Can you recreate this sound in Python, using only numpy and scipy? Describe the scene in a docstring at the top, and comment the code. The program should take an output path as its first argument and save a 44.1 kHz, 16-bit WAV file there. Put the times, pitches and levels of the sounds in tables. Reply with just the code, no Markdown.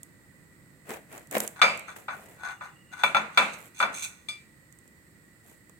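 """A small quiet kitchen: a table knife saws through an iced donut with sprinkles on a ceramic plate.
The dough tears in dull grains, the icing crackles in bright ones, and bits of sugar snap.
The blade knocks on the plate, ringing its modes, scrapes the glaze tooth by tooth and leaves with
a light clink. Behind it: low room rumble, faint steady whine and hiss, a thin tone that comes and goes."""
import sys
import numpy as np
from scipy import signal
from scipy.fft import rfft, irfft, next_fast_len
from scipy.io import wavfile
from scipy.ndimage import uniform_filter1d

SR = 44100
rng = np.random.default_rng(int(sys.argv[2]) if len(sys.argv) > 2 else 0)


def pcm_store(signal):
    """Save signal as 16-bit PCM."""
    levels = np.round(np.clip(np.atleast_2d(signal), -1, 1) * 32767)
    wavfile.write(sys.argv[1], SR, levels.astype(np.int16).T)


N = 255339
TIME_S = np.arange(N) / SR
RING_S = TIME_S[:SR * 3 // 4]   # time since an impact
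ROOM_T60_S = 0.48
PAN = np.array([[.5], [-.5]])   # splits a left-right difference between the channels

# plate modes: (frequency [Hz])
MODE_HZ = [211, 568, 672, 851, 999, 1213, 1357, 1480, 1890, 2292, 2347, 2583, 2643, 3494, 3530, 4150, 4853,
           6353, 8010, 9840, 11830, 12920]
# the same modes: (level [dB], t60 [s], left-right [dB], left lead [rad])
MODES = [(0, 0.51, -0.5, -0.15), (-2.5, 0.15, 2.5, 1.1), (-2.5, 0.23, -1, -1.1), (-3.5, 0.05, 3.5, 0.2),
         (-11.5, 0.26, -3.5, 0.6), (-4.5, 0.17, 3, 1.14), (-2.5, 0.099, 7, 1.23), (-7, 0.13, 13, 0),
         (-12, 0.11, -1.5, -2.5), (-1, 0.34, 4.5, -0.8), (-3.5, 0.29, 2, -1.1), (-5.5, 0.4, 3.5, -3),
         (-12, 0.28, -4, 1.5), (1, 0.13, 6.5, 2), (-4.5, 0.11, -1.5, -0.5), (-7, 0.058, -0.5, 1.5),
         (-17.5, 0.3, -7, 2), (-4, 0.21, 1.5, 0.73), (-5.5, 0.21, -9, 2.5), (-5.5, 0.119, -5.5, -2),
         (-18.5, .17, -11, 2.2), (-14.5, .17, -6.5, 1.8)]
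# plate registers, thud to glassy top:
# (low [Hz], high [Hz], rattle against modes [dB], rattle t60 [s], room tail [dB], build-up [s])
REGISTERS = [(145, 490, -0.5, 0.34, 3.5, 0.03), (389, 690, -1.5, 0.06, -4, 0.004),
             (712, 2100, 0.5, 0.26, -8.5, 0.0017), (2060, 3300, -1.5, 0.066, -8.5, 0.00043),
             (2994, 5500, -3.5, .09, -16, 0.0013), (5490, 16000, -0.5, 0.044, -7, 0.0008)]
# spectra of dough and icing: (frequency [Hz], level [dB])
DOUGH_SPECTRUM = [(130, -27.5), (220, -6), (320, -4), (450, -1.5), (680, -1.5), (900, -8.5), (1300, -9.5),
                  (1650, -8.5), (2300, -9.5), (3200, -20.5), (5000, -27.5)]
ICING_SPECTRUM = [(1470, -30.5), (2500, -14.5), (3110, -8.5), (4950, -19), (7470, -2.5), (10900, -9),
                  (12700, -5.5), (16000, -18.5)]
# balance of plate and donut: (frequency [Hz], left-right [dB])
PLATE_PAN = [(200, 1), (800, -0.5), (1600, 1), (2600, -11), (4200, -1), (6500, -2), (8500, -12),
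             (15000, -3)]
DONUT_PAN = [(200, 3.5), (1000, 2), (3000, 2), (8000, -5.5), (15000, -5.5)]


def amp(db):
    return 10 ** (np.asarray(db) / 20)


def unit(x, size=None):
    """Scale to rms 1 over the first size samples."""
    return x / np.sqrt(np.mean(x[..., :size] ** 2) + 1e-20)


def at_hz(points, hz):
    point_hz, value = np.transpose(points)
    return np.interp(np.log(hz + 1e-9), np.log(point_hz), value)


def fade(t60_s):
    return amp(-60 * RING_S / t60_s)


def convolve(x, response):
    return signal.fftconvolve(np.atleast_2d(x), np.atleast_2d(response), axes=-1)[:, :x.shape[-1]]


def add(out, start_s, sound):
    start = int(start_s * SR)
    out[..., start:start + sound.shape[-1]] += sound[..., :N - start]


def noise(spectrum, pan, size=N, low_hz=15, high_hz=SR / 2):
    """Coloured stereo noise at rms 1, the channels most alike in the bass."""
    # channel likeness: (frequency [Hz], correlation before clipping [1])
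    likeness = [(50, 1.1), (200, 0.7), (600, 0.56), (1200, 0.04), (2000, 0), (5000, -0.06), (15000, 0.5)]
    length = next_fast_len(size)
    hz = np.fft.rfftfreq(length, 1 / SR)
    mid, side = rfft(rng.standard_normal((2, length)))
    alike = np.clip(at_hz(likeness, hz), -1, 1)
    pair = np.sqrt(1 + alike) * mid + np.sqrt(1 - alike) * side * [[1], [-1]]
    gain = amp(at_hz(spectrum, hz) + at_hz(pan, hz) * PAN) * (hz > low_hz) * (hz < high_hz)
    return unit(irfft(pair * gain, length)[:, :size])


def grains(per_s, spread_db):
    """Random uneven clicks, short-term power near 1."""
    present = rng.random(N) < per_s / SR
    clicks = present * amp(spread_db * np.minimum(rng.exponential(1, N), 4))
    return clicks / np.sqrt(np.abs(uniform_filter1d(clicks ** 2, size=1500)) + 1e-6)


def bursts(clicks, t60_s, room_db):
    """Envelope of one burst per click, with room tail."""
    power = fade(t60_s) ** 2 + (amp(room_db) * fade(ROOM_T60_S)) ** 2
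    return np.sqrt(np.abs(convolve(clicks ** 2, power / power.sum())))


def stroke(start_s, rise_s, hold_s, fall_s, db, range_db=20):
    """Gain that climbs range_db to db, holds, then sinks range_db per fall_s."""
    rising = (start_s + rise_s - TIME_S) / rise_s
    falling = (TIME_S - start_s - rise_s - hold_s) / fall_s
    below = np.clip(np.maximum(rising, falling), 0, 10)
    return amp(db - range_db * below) * (TIME_S >= start_s)


def knocks(contact_s=0.00074):
    """Blade strikes plate: hard contact favours the high registers, a pressed blade damps the ring."""
    # (time [s], level [dB], hardness [dB], favoured pitch [Hz], damping [dB/s], rattle [dB],
    #  twin modes [dB], extra on upper twin [dB])
    hits = [(1.615, -15.5, 4.5, 1237, 8.5, -0.5, 12, -1.5), (1.88, -43.5, -8.5, 1480, 100, 4, 0, 2),
            (2.081, -34.5, -7.5, 1200, 45, 0, 0, 0), (2.608, -42, -10.5, 1000, 28, -3.5, -4, -12),
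            (3.034, -19.5, 3, 1520, 300, -6.5, 0, 6.5), (3.146, -20.5, -2, 1305, 279, -6.5, 0, 2.5),
            (3.165, -25.5, 1, 999, 299.5, -4.5, -8, 5.5), (3.373, -17, 4.5, 1350, 112.5, -0.5, -5.5, -0.5),
            (3.408, -30.5, -7.5, 1350, 60, -0.5, -4, -1.5), (3.801, -24.5, -3.5, 1470, 254, -2, -5, 15),
            (3.825, -22.5, -3, 1343, 302, -5.5, -8, 10), (4.285, -45.5, 23.5, 1204, 14, -7.5, 4, 28)]
    # per register: (drive [dB], share of hardness [1])
    drives = [(-27, -0.2), (-14.5, -0.1), (0, -0.21), (-5, 0.59), (-10, 0.89), (-22, 0.98)]
    out = np.zeros((2, N))
    for start_s, db, hardness_db, favoured_hz, damping_db_per_s, rattle_db, twins_db, upper_db in hits:
        for register, (drive_db, share) in zip(REGISTERS, drives):
            ring = plate(register, damping_db_per_s, rattle_db, favoured_hz, twins_db, upper_db)
            add(out, start_s + contact_s, amp(db + drive_db + share * hardness_db) * ring)
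    return out


def scrapes(level_db=-1.06, teeth_per_s=105, tooth_db=3, rasp_db=-0.5):
    """The serrated edge slips over the glaze: each slip rasps and rings the upper registers."""
    # (start [s], rise [s], hold [s], fall [s], level [dB], hardness [dB])
    drags = [(1.552, 0.01, 0.023, 0.012, -43, -3), (1.586, 0.008, 0.0055, 0.011, -36.5, -5.5),
             (1.861, 0.023, 0.02, 0.058, -46, 7.5), (2.086, 0.02, 0.03, 0.027, -36, -7.5),
             (2.351, 0.05, 0.024, 0.024, -48, -1), (2.423, 0.015, 0.064, 0.055, -33.5, -3.5),
             (2.598, 0.031, 0.016, 0.08, -40.5, -2.5), (2.91, 0.02, 0.0098, 0.03, -40, 2),
             (2.955, 0.03, 0.045, 0.01, -38.5, -0.5), (3.308, 0.036, 0.024, 0.01, -47.5, 6),
             (3.519, 0.012, 0.01, 0.012, -54.5, 26), (3.746, 0.066, 0.0035, 0.012, -47, 24.5),
             (3.92, 0.024, 0.079, 0.03, -57.5, 35), (4.01, 0.029, 0.014, 0.021, -47, 29.5),
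             (4.053, 0.02, 0.05, 0.18, -60, 18.5)]
    # per upper register: (drive [dB], share of hardness [1])
    drives = [(-0.5, 0.022), (-11.5, 0.74), (-14.5, 0.71), (-13.5, 0.94)]
    # rasp with blade resonances: (frequency [Hz], level [dB])
    rasp_spectrum = [(700, -5), (1400, -3), (1850, -13.5), (2450, -1.5), (3100, -30.5), (4000, -6.5),
                     (5400, -25), (6450, -11.5), (7200, -23.5), (8300, -13), (10500, -34), (13000, -33.5),
                     (16000, -45)]
    teeth = np.zeros(N)
    tooth_at = (np.cumsum(rng.uniform(0.41, 1.5, 1200)) * SR / teeth_per_s).astype(int)
    teeth[tooth_at[tooth_at < N]] = 1
    grit = grains(per_s=1100, spread_db=5.5) * rng.choice([-1, 1], N)
    slips = unit(amp(tooth_db) * unit(teeth) + grit)
    bite = bursts(slips, t60_s=0.015, room_db=-30)
    strokes = [(stroke(*shape), hardness_db) for *shape, hardness_db in drags]
    out = 0
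    for k, (register, (drive_db, share)) in enumerate(zip(REGISTERS[2:], drives)):
        force = sum(gain * amp(drive_db + share * hardness_db) for gain, hardness_db in strokes)
        response = plate(register, damping_db_per_s=400, rattle_db=-2, favoured_hz=1500) * fade(0.56)
        ring = convolve(slips * force, response / np.sqrt(np.sum(response ** 2) / 2))
        rasp = bite * force * noise(rasp_spectrum, PLATE_PAN, low_hz=register[0], high_hz=register[1])
        rasp_share = (k + 1) / (len(REGISTERS) + 2)
        out = out + np.sqrt(1 - rasp_share) * ring + np.sqrt(rasp_share) * amp(rasp_db) * rasp
    return amp(level_db) * out


def plate(register, damping_db_per_s, rattle_db, favoured_hz, twins_db=0, upper_db=0):
    """One register of the struck plate: clear modes and a dense rattle with room tail."""
    # (frequency [Hz], level [dB])
    rattle_spectrum = [(150, -8.5), (330, -12.5), (430, -14), (560, -4.5), (950, -4.5), (1380, 0),
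                       (1750, -8.5), (2400, -7), (3100, -23), (3900, -8), (5500, -27), (6600, -22.5),
                       (8300, -25.5), (10500, -36), (16000, -43.5)]
    low_hz, high_hz, dense_db, dense_t60_s, room_db, build_up_s = register
    twins_hz, favour_db, scatter_db = (2292, 2347), 6, 3
    attack = int(.03 * SR)
    damping = amp(-damping_db_per_s * RING_S)
    ring = np.zeros((2, len(RING_S)))
    for hz, (db, t60_s, pan_db, lead_rad) in zip(MODE_HZ, MODES):
        if low_hz <= hz < high_hz:
            # the contact point favours modes near one pitch and weights the beating twins
            db += favour_db * np.exp(-((hz - favoured_hz) / 80) ** 2)
            db += twins_db * (hz in twins_hz) + upper_db * (hz == max(twins_hz))
            db += scatter_db * rng.standard_normal()
            phase = rng.uniform(0, 2 * np.pi) + lead_rad * PAN
            ring += amp(db + pan_db * PAN) * np.sin(2 * np.pi * hz * RING_S + phase) * fade(t60_s)
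    ring = reflections(ring * damping)
    decay = np.hypot(fade(dense_t60_s) * damping, amp(room_db) * fade(ROOM_T60_S))
    rattle = noise(rattle_spectrum, PLATE_PAN, len(RING_S), low_hz, high_hz) * decay
    mix = unit(ring, attack) + amp(dense_db + rattle_db) * unit(rattle, attack)
    rise = 1 - np.exp(-RING_S / build_up_s)
    return unit(mix * rise, attack)


def reflections(x, wet_db=-8.5, t60_s=0.26, delay_s=0.004):
    """Counter and walls return a dense spray of echoes."""
    flat = [(1000, 0)]
    spray = noise(flat, flat, size=len(RING_S)) * fade(t60_s) * (RING_S > delay_s)
    return x + amp(wet_db) * convolve(x, spray / np.sqrt(np.sum(spray ** 2) / 2))


def cutting(dough_db=-1, icing_db=1):
    """Each pass tears dough in dull grains and crumbles icing in fine bright ones."""
    # (start [s], rise [s], hold [s], fall [s], dough [dB], icing [dB])
    passes = [(0.852, 0.044, 0.056, 0.045, -38, -53), (1.076, 0.051, 0.038, 0.1, -44, -55),
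              (1.306, 0.004, 0.14, 0.046, -39.5, -45), (1.325, 0.034, 0.0096, 0.011, -29.5, -54),
              (1.952, 0.013, 0.008, 0.12, -47, -53), (2.116, 0.02, 0.18, 0.16, -53.5, -61.5),
              (3.53, 0.062, 0.085, 0.031, -57.5, -56.5), (5.422, 0.04, 0.058, 0.077, -60, -60.5)]
    tearing = sum(stroke(*shape, db) for *shape, db, _ in passes)
    crumbling = sum(stroke(*shape, db) for *shape, _, db in passes)
    tears = bursts(grains(per_s=670, spread_db=4) * tearing, t60_s=0.05, room_db=-25.5)
    crumbs = bursts(grains(per_s=480, spread_db=1) * crumbling, t60_s=0.0081, room_db=-26.5)
    dough = amp(dough_db) * tears * noise(DOUGH_SPECTRUM, DONUT_PAN)
    icing = amp(icing_db) * crumbs * noise(ICING_SPECTRUM, DONUT_PAN)
    return dough + icing


def crunches(level_db=-8, t60_s=0.021, room_db=-21, contact_s=0.0009):
    """The crust gives way against the plate with short dull knocks."""
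    # (time [s], level [dB])
    breaks = [(0.892, -27), (0.905, -21), (0.939, -26), (1.128, -36.5), (1.313, -28.5), (1.326, -24),
              (1.351, -8.5), (1.362, -18), (1.367, -11.5), (1.382, -27), (1.401, -16), (1.962, -28.5),
              (4.855, -45.5), (5.696, -43)]
    decay = np.hypot(fade(t60_s), amp(room_db) * fade(ROOM_T60_S))
    power = np.zeros(N)
    for start_s, db in breaks:
        add(power, start_s + contact_s, (amp(db + level_db) * decay) ** 2)
    return np.sqrt(power) * noise(DOUGH_SPECTRUM, DONUT_PAN)


def plate_hum(x, highpass_hz=180, hum_db=11):
    """Deep bass is filtered off the cutting; the plate's lowest mode hums on after each stroke."""
    decay = fade(t60_s=MODES[0][1])
    mode = np.cos(2 * np.pi * MODE_HZ[0] * RING_S) * decay * 2 / decay.sum()
    x = signal.sosfilt(signal.butter(2, highpass_hz, "high", fs=SR, output="sos"), x)
    return x + amp(hum_db) * convolve(x.mean(axis=0), mode)


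def snaps(level_db=-5, t60_s=0.012, room_db=-27, peak_db=6):
    """Each breaking sprinkle or bit of icing gives one bright tick with its own pitch."""
    # (time [s], level [dB], pitch [Hz])
    ticks = [(0.032, -30, 10000), (0.893, -33.5, 7650), (0.906, -29, 7800), (0.9375, -34, 7600),
             (1.127, -35, 7980), (1.179, -32, 7500), (1.272, -39, 8140), (1.3118, -24.5, 7900),
             (1.3818, -16.5, 12600), (1.4038, -11.5, 12800), (1.436, -24, 12400), (1.477, -18, 8150),
             (1.775, -28.5, 8100), (1.7946, -26, 7700), (1.966, -33, 7800), (4.7255, -39.5, 8400),
             (4.788, -42.5, 8740), (4.8778, -43.5, 8350), (5.6955, -41.5, 7900)]
    # (frequency [Hz], left-right [dB])
    pan = [(3000, 0), (8000, -10), (12500, -5)]
    decay = np.hypot(fade(t60_s), amp(room_db) * fade(0.3))
    out = np.zeros((2, N))
    for start_s, db, pitch_hz in ticks:
        spectrum = [(hz, icing_db + peak_db * np.exp(-(np.log(hz / pitch_hz) / .3) ** 2))
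                    for hz, icing_db in ICING_SPECTRUM]
        add(out, start_s, amp(db + level_db) * decay * noise(spectrum, pan, size=len(RING_S)))
    return out


def thin_tone(pitch_hz=2830, waver_hz=50, flutter=0.43):
    """A faint tone comes and goes, wavering in pitch and level."""
    hz = pitch_hz + waver_hz * unit(uniform_filter1d(rng.standard_normal(N), size=120))
    flicker = 1 + flutter * unit(uniform_filter1d(rng.standard_normal(N), size=500))
    gain = stroke(start_s=2.5, rise_s=0.002, hold_s=0.6, fall_s=0.7, db=-66)
    return flicker * gain * np.sin(2 * np.pi * np.cumsum(hz) / SR)


def background(rumble_start_db=-57.5, rumble_end_db=-59.5, hiss_db=-66, whine_db=-63):
    """Slowly easing room rumble, steady hiss and a narrow whine."""
    # spectra: (frequency [Hz], level [dB])
    rumble_spectrum = [(15, -48), (25, -24), (60, -8.5), (150, 0), (220, -3.5), (240, -8.5), (271, -5),
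                       (340, -7), (419, -14), (525, -13.5), (670, -20.5), (719, -22), (1600, -18),
                       (2080, -54), (3520, -120)]
    hiss_spectrum = [(1400, -31), (1650, -5), (2300, -3), (2700, -9), (3300, -15.5), (4400, -9.5),
                     (5700, -23), (6800, -16), (7200, -4.5), (8700, -3), (9200, -19), (15500, -19),
                     (16600, -29.5)]
    whine_spectrum = [(1600, -37.5), (1780, -12.5), (1900, -6.5), (1975, -3), (2060, -19.5), (2250, -32)]
    # (frequency [Hz], left-right [dB])
    pan = [(60, 3), (150, -4), (380, 0), (950, 0.5), (2380, -4.5), (5980, -7), (15000, -8)]
    rumble = amp(np.linspace(rumble_start_db, rumble_end_db, N)) * noise(rumble_spectrum, pan)
    hiss = amp(hiss_db) * noise(hiss_spectrum, pan)
    whine = amp(whine_db) * noise(whine_spectrum, pan)
    return rumble + hiss + whine


def scene():
    return knocks() + scrapes() + thin_tone() + plate_hum(cutting() + crunches()) + snaps() + background()


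def record(dry):
    """Clip at full scale, then low-pass steeply."""
    cutoff_hz = 16300
    lowpass = signal.ellip(10, .1, 80, cutoff_hz, fs=SR, output="sos")
    return signal.sosfilt(lowpass, np.clip(dry, -1, 1))


dry = scene()
out = record(dry)
pcm_store(out)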